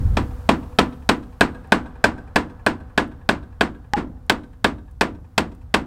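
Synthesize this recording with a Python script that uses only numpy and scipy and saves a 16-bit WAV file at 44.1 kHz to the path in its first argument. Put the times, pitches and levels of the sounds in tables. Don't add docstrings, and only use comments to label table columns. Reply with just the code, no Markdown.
import sys
import numpy as np
from scipy import signal
from scipy.fft import rfft, irfft, next_fast_len
from scipy.io import wavfile
from scipy.ndimage import uniform_filter1d

SR = 44100
rng = np.random.default_rng(int(sys.argv[2]) if len(sys.argv) > 2 else 0)


def pcm_store(signal):
    levels = np.round(np.clip(np.atleast_2d(signal), -1, 1) * 32767)
    wavfile.write(sys.argv[1], SR, levels.astype(np.int16).T)


N = 258426
BLOW_SAMPLES = SR * 3 // 4
SCENE_TIME, BLOW_TIME = np.arange(N) / SR, np.arange(BLOW_SAMPLES) / SR


def amp(db):
    return 10 ** (np.asarray(db) / 20)


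def unit(x):
    return x / np.sqrt(np.mean(x ** 2) + 1e-20)


def along(points, hz):
    freqs, values = np.transpose(points)
    return np.interp(np.log(hz + 1), np.log(freqs), values)


def filtered(x, gain_at):
    size = next_fast_len(len(x) + SR // 4)
    return irfft(rfft(x, size) * gain_at(np.fft.rfftfreq(size, 1 / SR)), size)[:len(x)]


def noise(colour, size=BLOW_SAMPLES):
    return unit(filtered(rng.standard_normal(size), lambda hz: amp(along(colour, hz))))


def decay(fade_s, t=BLOW_TIME):
    return np.exp(-np.log(1000) * t / fade_s)


def rise(attack_s):
    return 1 - np.exp(-BLOW_TIME / attack_s)


def ring(tones, scatter_db, pitch_spread=0.007):
    chance = rng.standard_normal((len(tones), 2))
    sound = np.zeros(BLOW_SAMPLES)
    for (hz, db, fade_s), (louder, higher) in zip(tones, chance):
        wave = np.sin(2 * np.pi * hz * (1 + pitch_spread * higher) * BLOW_TIME)
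        sound += amp(db + scatter_db * louder) * decay(fade_s) * wave
    return sound


def add(track, start_s, sound):
    part = track[max(round(start_s * SR), 0):][:len(sound)]
    part += sound[:len(part)]


def blend(same, fresh, fresh_share):
    return np.sqrt(1 - fresh_share) * same + np.sqrt(fresh_share) * fresh


# (frequency [Hz], relative level [dB])
WIND_COLOUR = [(15, -11.5), (30, -7), (50, 1), (68, 2.5), (100, -3), (150, -14.5), (250, -26.5), (500, -43),
               (1500, -75)]
def wind(breeze_db=-40, gust_db=25, hold_s=0.11, ease_s=0.22):
    gust = np.exp(-np.maximum(SCENE_TIME - hold_s, 0) / ease_s)
    return amp(breeze_db + gust_db * gust) * noise(WIND_COLOUR, N)


# (frequency [Hz], relative level [dB])
MURMUR_COLOUR = [(100, 2.5), (300, -5), (800, -0.5), (1500, -5), (2200, -18), (4500, -27.5), (10000, -45)]
# (pitch [Hz], width [Hz], level against the wash [dB])
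DRONE_BANDS = [(250, 30, -5), (493.4, 25, -4.5), (764, 25, -7)]
# (time [s], level [dB])
MURMUR_LEVELS = [(0.0, -46), (1.26, -58), (1.71, -50), (4.95, -65), (5.86, -61)]
def murmur():
    wash, drone = noise(MURMUR_COLOUR, N), np.zeros(N)
    for pitch, width, db in DRONE_BANDS:
        hum = filtered(rng.standard_normal(N), lambda hz: 1 / (1 + (2 * (hz - pitch) / width) ** 2))
        drone += amp(db) * unit(hum)
    return amp(murmur_db()) * (wash + drone)


def murmur_db():
    return np.interp(SCENE_TIME, *np.transpose(MURMUR_LEVELS))


# (frequency [Hz], relative level [dB])
HISS_COLOUR = [(500, 1.5), (4000, -0.5), (9000, -3.5), (15500, -5)]
def hiss(start_db=-56.5, fall_db_per_s=8, floor_db=-72.5):
    level_db = np.maximum(start_db - fall_db_per_s * SCENE_TIME, floor_db)
    return amp(level_db) * noise(HISS_COLOUR, N)


# (frequency [Hz], relative level [dB])
CRACK_COLOUR = [(300, -14.5), (1200, 5.5), (2550, 3), (2820, -5.5), (3200, -0.5), (5000, -4), (6300, -15),
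                (8000, -10), (9500, -17), (11500, -23), (15500, -28.5)]
def steel_crack(steel, grit_db=2.5):
    burst = blend(steel, noise(CRACK_COLOUR), fresh_share=0.4)
    flutter = unit(uniform_filter1d(rng.standard_normal(BLOW_SAMPLES), size=48))
    grit = unit(amp(grit_db * flutter))
    return burst * grit * (decay(0.044) + amp(-2) * decay(0.0032)) * rise(0.00014)


# (pitch [Hz], relative level [dB], fade time [s])
NAIL_TONES = [(3118, -4.5, 0.034), (3269, -2.5, .035), (3723, -4, .03), (4660, -5.5, 0.013)]
def nail_ping():
    return ring(NAIL_TONES, scatter_db=2.5) * rise(0.0013)


# (pitch [Hz], relative level [dB], fade time [s])
DECK_TONES = [(112, -17.5, 0.065), (204.4, -9.5, 0.044), (235, -9.5, 0.043), (433.7, -8.5, 0.046),
              (474.6, -12, 0.057), (605.6, -9, 0.043), (673.5, 0, 0.029), (918, -2, 0.031),
              (978, -9.5, .04), (1064, -9, .048), (1800, -11, 0.028), (2065, -17.5, 0.034),
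              (2398, -3.5, 0.019), (2640, -13, 0.039), (3433, -20.5, 0.044), (3715, -18, .025)]
def deck_knock(looseness, dull_db_per_octave=2.5):
    tones = [(hz, db - dull_db_per_octave * looseness * np.log2(hz / 900), fade_s)
             for hz, db, fade_s in DECK_TONES]
    return ring(tones, scatter_db=1.5) * rise(0.0027)


# (base pitch [Hz], relative level [dB], fade time [s])
BOARD_TONES = [(1405, -3.5, 0.039), (1510, 2, 0.04), (1536, 7.5, .03), (1655, 6.5, 0.045)]
# (time [s], level against the force [dB], pitch [times base])
BOARD_CHANGES = [(.79, -15, 0.78), (1.09, -12, 0.96), (2.1, -9.5, 1.023), (3.6, -9, 0.99), (5, -13.5, 1.01),
                 (5.8, -14.5, 1.06)]
def board_ring(start_s):
    times, levels, pitches = np.transpose(BOARD_CHANGES)
    level_db, pitch_ratio = np.interp(start_s, times, levels), np.interp(start_s, times, pitches)
    tones = [(pitch_ratio * hz, db, fade_s) for hz, db, fade_s in BOARD_TONES]
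    return amp(level_db) * ring(tones, scatter_db=2.4) * rise(0.0036)


# (frequency [Hz], relative level [dB])
FRAME_COLOUR = [(40, -10.5), (150, -8), (300, 1), (520, -2), (950, -0.5), (1700, -5), (2500, -12),
                (2820, -12), (3300, -14.5), (4200, -18), (6000, -26.5), (8500, -26.5), (10500, -42.5),
                (15500, -44)]
# (frequency [Hz], fade time [s])
FRAME_FADES = [(100, 0.8), (400, 0.22), (1200, 0.2), (3500, 0.16), (12000, 0.15)]
def frame_ring():
    hz, t, bands = signal.stft(noise(FRAME_COLOUR), SR, nperseg=256)
    fading = bands * decay(along(FRAME_FADES, hz)[:, None], t)
    return signal.istft(fading, SR, nperseg=256)[1][:BLOW_SAMPLES]


# (pitch [Hz], relative level [dB], fade time [s])
SHED_TONES = [(67, -11.5, 0.53), (160.7, -6, 0.27), (200.6, -7, 0.21), (226.7, -8, 0.33),
              (248.8, -6.5, 0.47), (275, -2, 0.26), (298.4, -9.5, 0.37), (324.4, 2.5, 0.18),
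              (371, -13.5, .22), (485, -20, 0.52), (716, -34, .7), (985, -9, .2)]
def shed_boom():
    return amp(-18.5) * ring(SHED_TONES, scatter_db=1.0) * rise(0.012)


def wall_slide(from_hz=385, to_hz=228.4, slide_s=0.05):
    hz = to_hz + (from_hz - to_hz) * np.exp(-BLOW_TIME / slide_s)
    return amp(-14.5) * np.sin(2 * np.pi * np.cumsum(hz) / SR) * rise(0.025) * decay(0.22)


def blow(timber, steel, start_s, force_db, crack_db, ping_db, tighten_s=1, loose_boost_db=8.5):
    looseness = np.exp(-start_s / tighten_s)
    metal = amp(crack_db) * steel_crack(steel) + amp(ping_db) * nail_ping()
    wood = deck_knock(looseness) + board_ring(start_s)
    frame = amp(-14.5) * blend(timber, frame_ring(), fresh_share=0.5) * rise(0.003)
    boom = amp(loose_boost_db * looseness) * (shed_boom() + wall_slide())
    return amp(force_db) * (metal + wood + frame + boom)


# (time [s], force [dB], crack against the force [dB], ping against the force [dB])
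HAMMER_BLOWS = [(0.17, -5.5, -15, -16.5), (0.49, 1, -14.5, -12), (0.787, 1.5, -11, -7),
                (1.091, 0.5, -10, -20), (1.409, 1, -12.5, -24.5), (1.721, 1, -14, -20.5),
                (2.041, 0, -9.5, -30.5), (2.359, -0.5, -12.5, -26), (2.664, -2, -12.5, -33),
                (2.977, -1.5, -14, -13.5), (3.29, -1, -13.5, -11), (3.609, -1.5, -15.5, -8.5),
                (4.297, -2, -8, -10), (4.644, -1.5, -11.5, -11.5), (5.01, -1, -9, -22.5),
                (5.379, -2, -7.5, -17), (5.741, -1, -8, -5.5)]
# (time [s], force [dB], crack [dB], ping [dB]), as above
CHOKED_BLOW = (3.9355, 1, -14, -20)
def hammering(ground_delay_s=0.024, ground_db=-22.5):
    track = np.zeros(N)
    timber, steel = frame_ring(), noise(CRACK_COLOUR)
    for row in HAMMER_BLOWS:
        add(track, row[0], blow(timber, steel, *row))
    add(track, CHOKED_BLOW[0], choke(blow(timber, steel, *CHOKED_BLOW)))
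    add(track, ground_delay_s, amp(ground_db) * track)
    return track


# (delay [s], average level against the blow [dB])
BUILDING_ECHOES = [(.136, -40), (.232, -47)]
# (frequency [Hz], relative level [dB])
FIELD_COLOUR = [(100, -9), (700, -7), (1250, 1), (1650, -7.5), (2200, -12), (4500, -13.5), (9000, -7.5),
                (15000, -12.5)]
def field_echoes(blows, scatter_db=-37, breeze_share=0.5):
    scatter = noise(FIELD_COLOUR) * decay(0.55) * rise(0.072)
    echo_pattern = amp(scatter_db) * scatter / np.linalg.norm(scatter)
    for delay_s, db in BUILDING_ECHOES:
        slap = noise(FIELD_COLOUR) * decay(0.058)
        add(echo_pattern, delay_s, amp(db) * slap / np.linalg.norm(slap))
    far_db = murmur_db()
    carried = amp(breeze_share * (far_db - far_db.mean()))
    return carried * signal.fftconvolve(blows, echo_pattern)[:N]


def ladder_ticks(per_second=1.8, level_db=-59, spread_db=2):
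    track = np.zeros(N)
    tick = noise(FIELD_COLOUR) * decay(0.032)
    times = np.cumsum(rng.exponential(size=30)) / per_second
    for start_s, louder in zip(times, rng.standard_normal(size=30)):
        add(track, start_s, amp(level_db + spread_db * louder) * tick)
    return track


# (pitch [Hz], level [dB], fade time [s])
HOLLOW_TONES = [(818, -11, .18), (1010, -29, .08), (1206, -28, .1), (1850, -43, .08), (2830, -42, .12)]
def choke(sound, click_s=0.0015, pause_s=0.029, swell_s=0.02, late_db=2, leak_db=-28):
    click = np.exp(-(BLOW_TIME / click_s) ** 2)
    swell = np.sqrt(np.clip((BLOW_TIME - pause_s) / swell_s, 0, 1))
    note_cutoff = np.clip((pause_s - BLOW_TIME) / 0.0064, 0, 1)
    note = ring(HOLLOW_TONES, scatter_db=0) * rise(0.00044) * note_cutoff
    return sound * (click + amp(leak_db) + amp(late_db) * swell) + note


def scene():
    blows = hammering()
    return (blows + field_echoes(blows) + ladder_ticks() + wind() + murmur() + hiss())[None]


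def record(dry, top_hz=16000):
    flattened = dry[0] / (1 + np.abs(dry[0]) ** 8) ** (1 / 8)
    return filtered(flattened, lambda hz: 1 / (1 + (hz / top_hz) ** 120))[None]


dry = scene()
out = record(dry)
pcm_store(out)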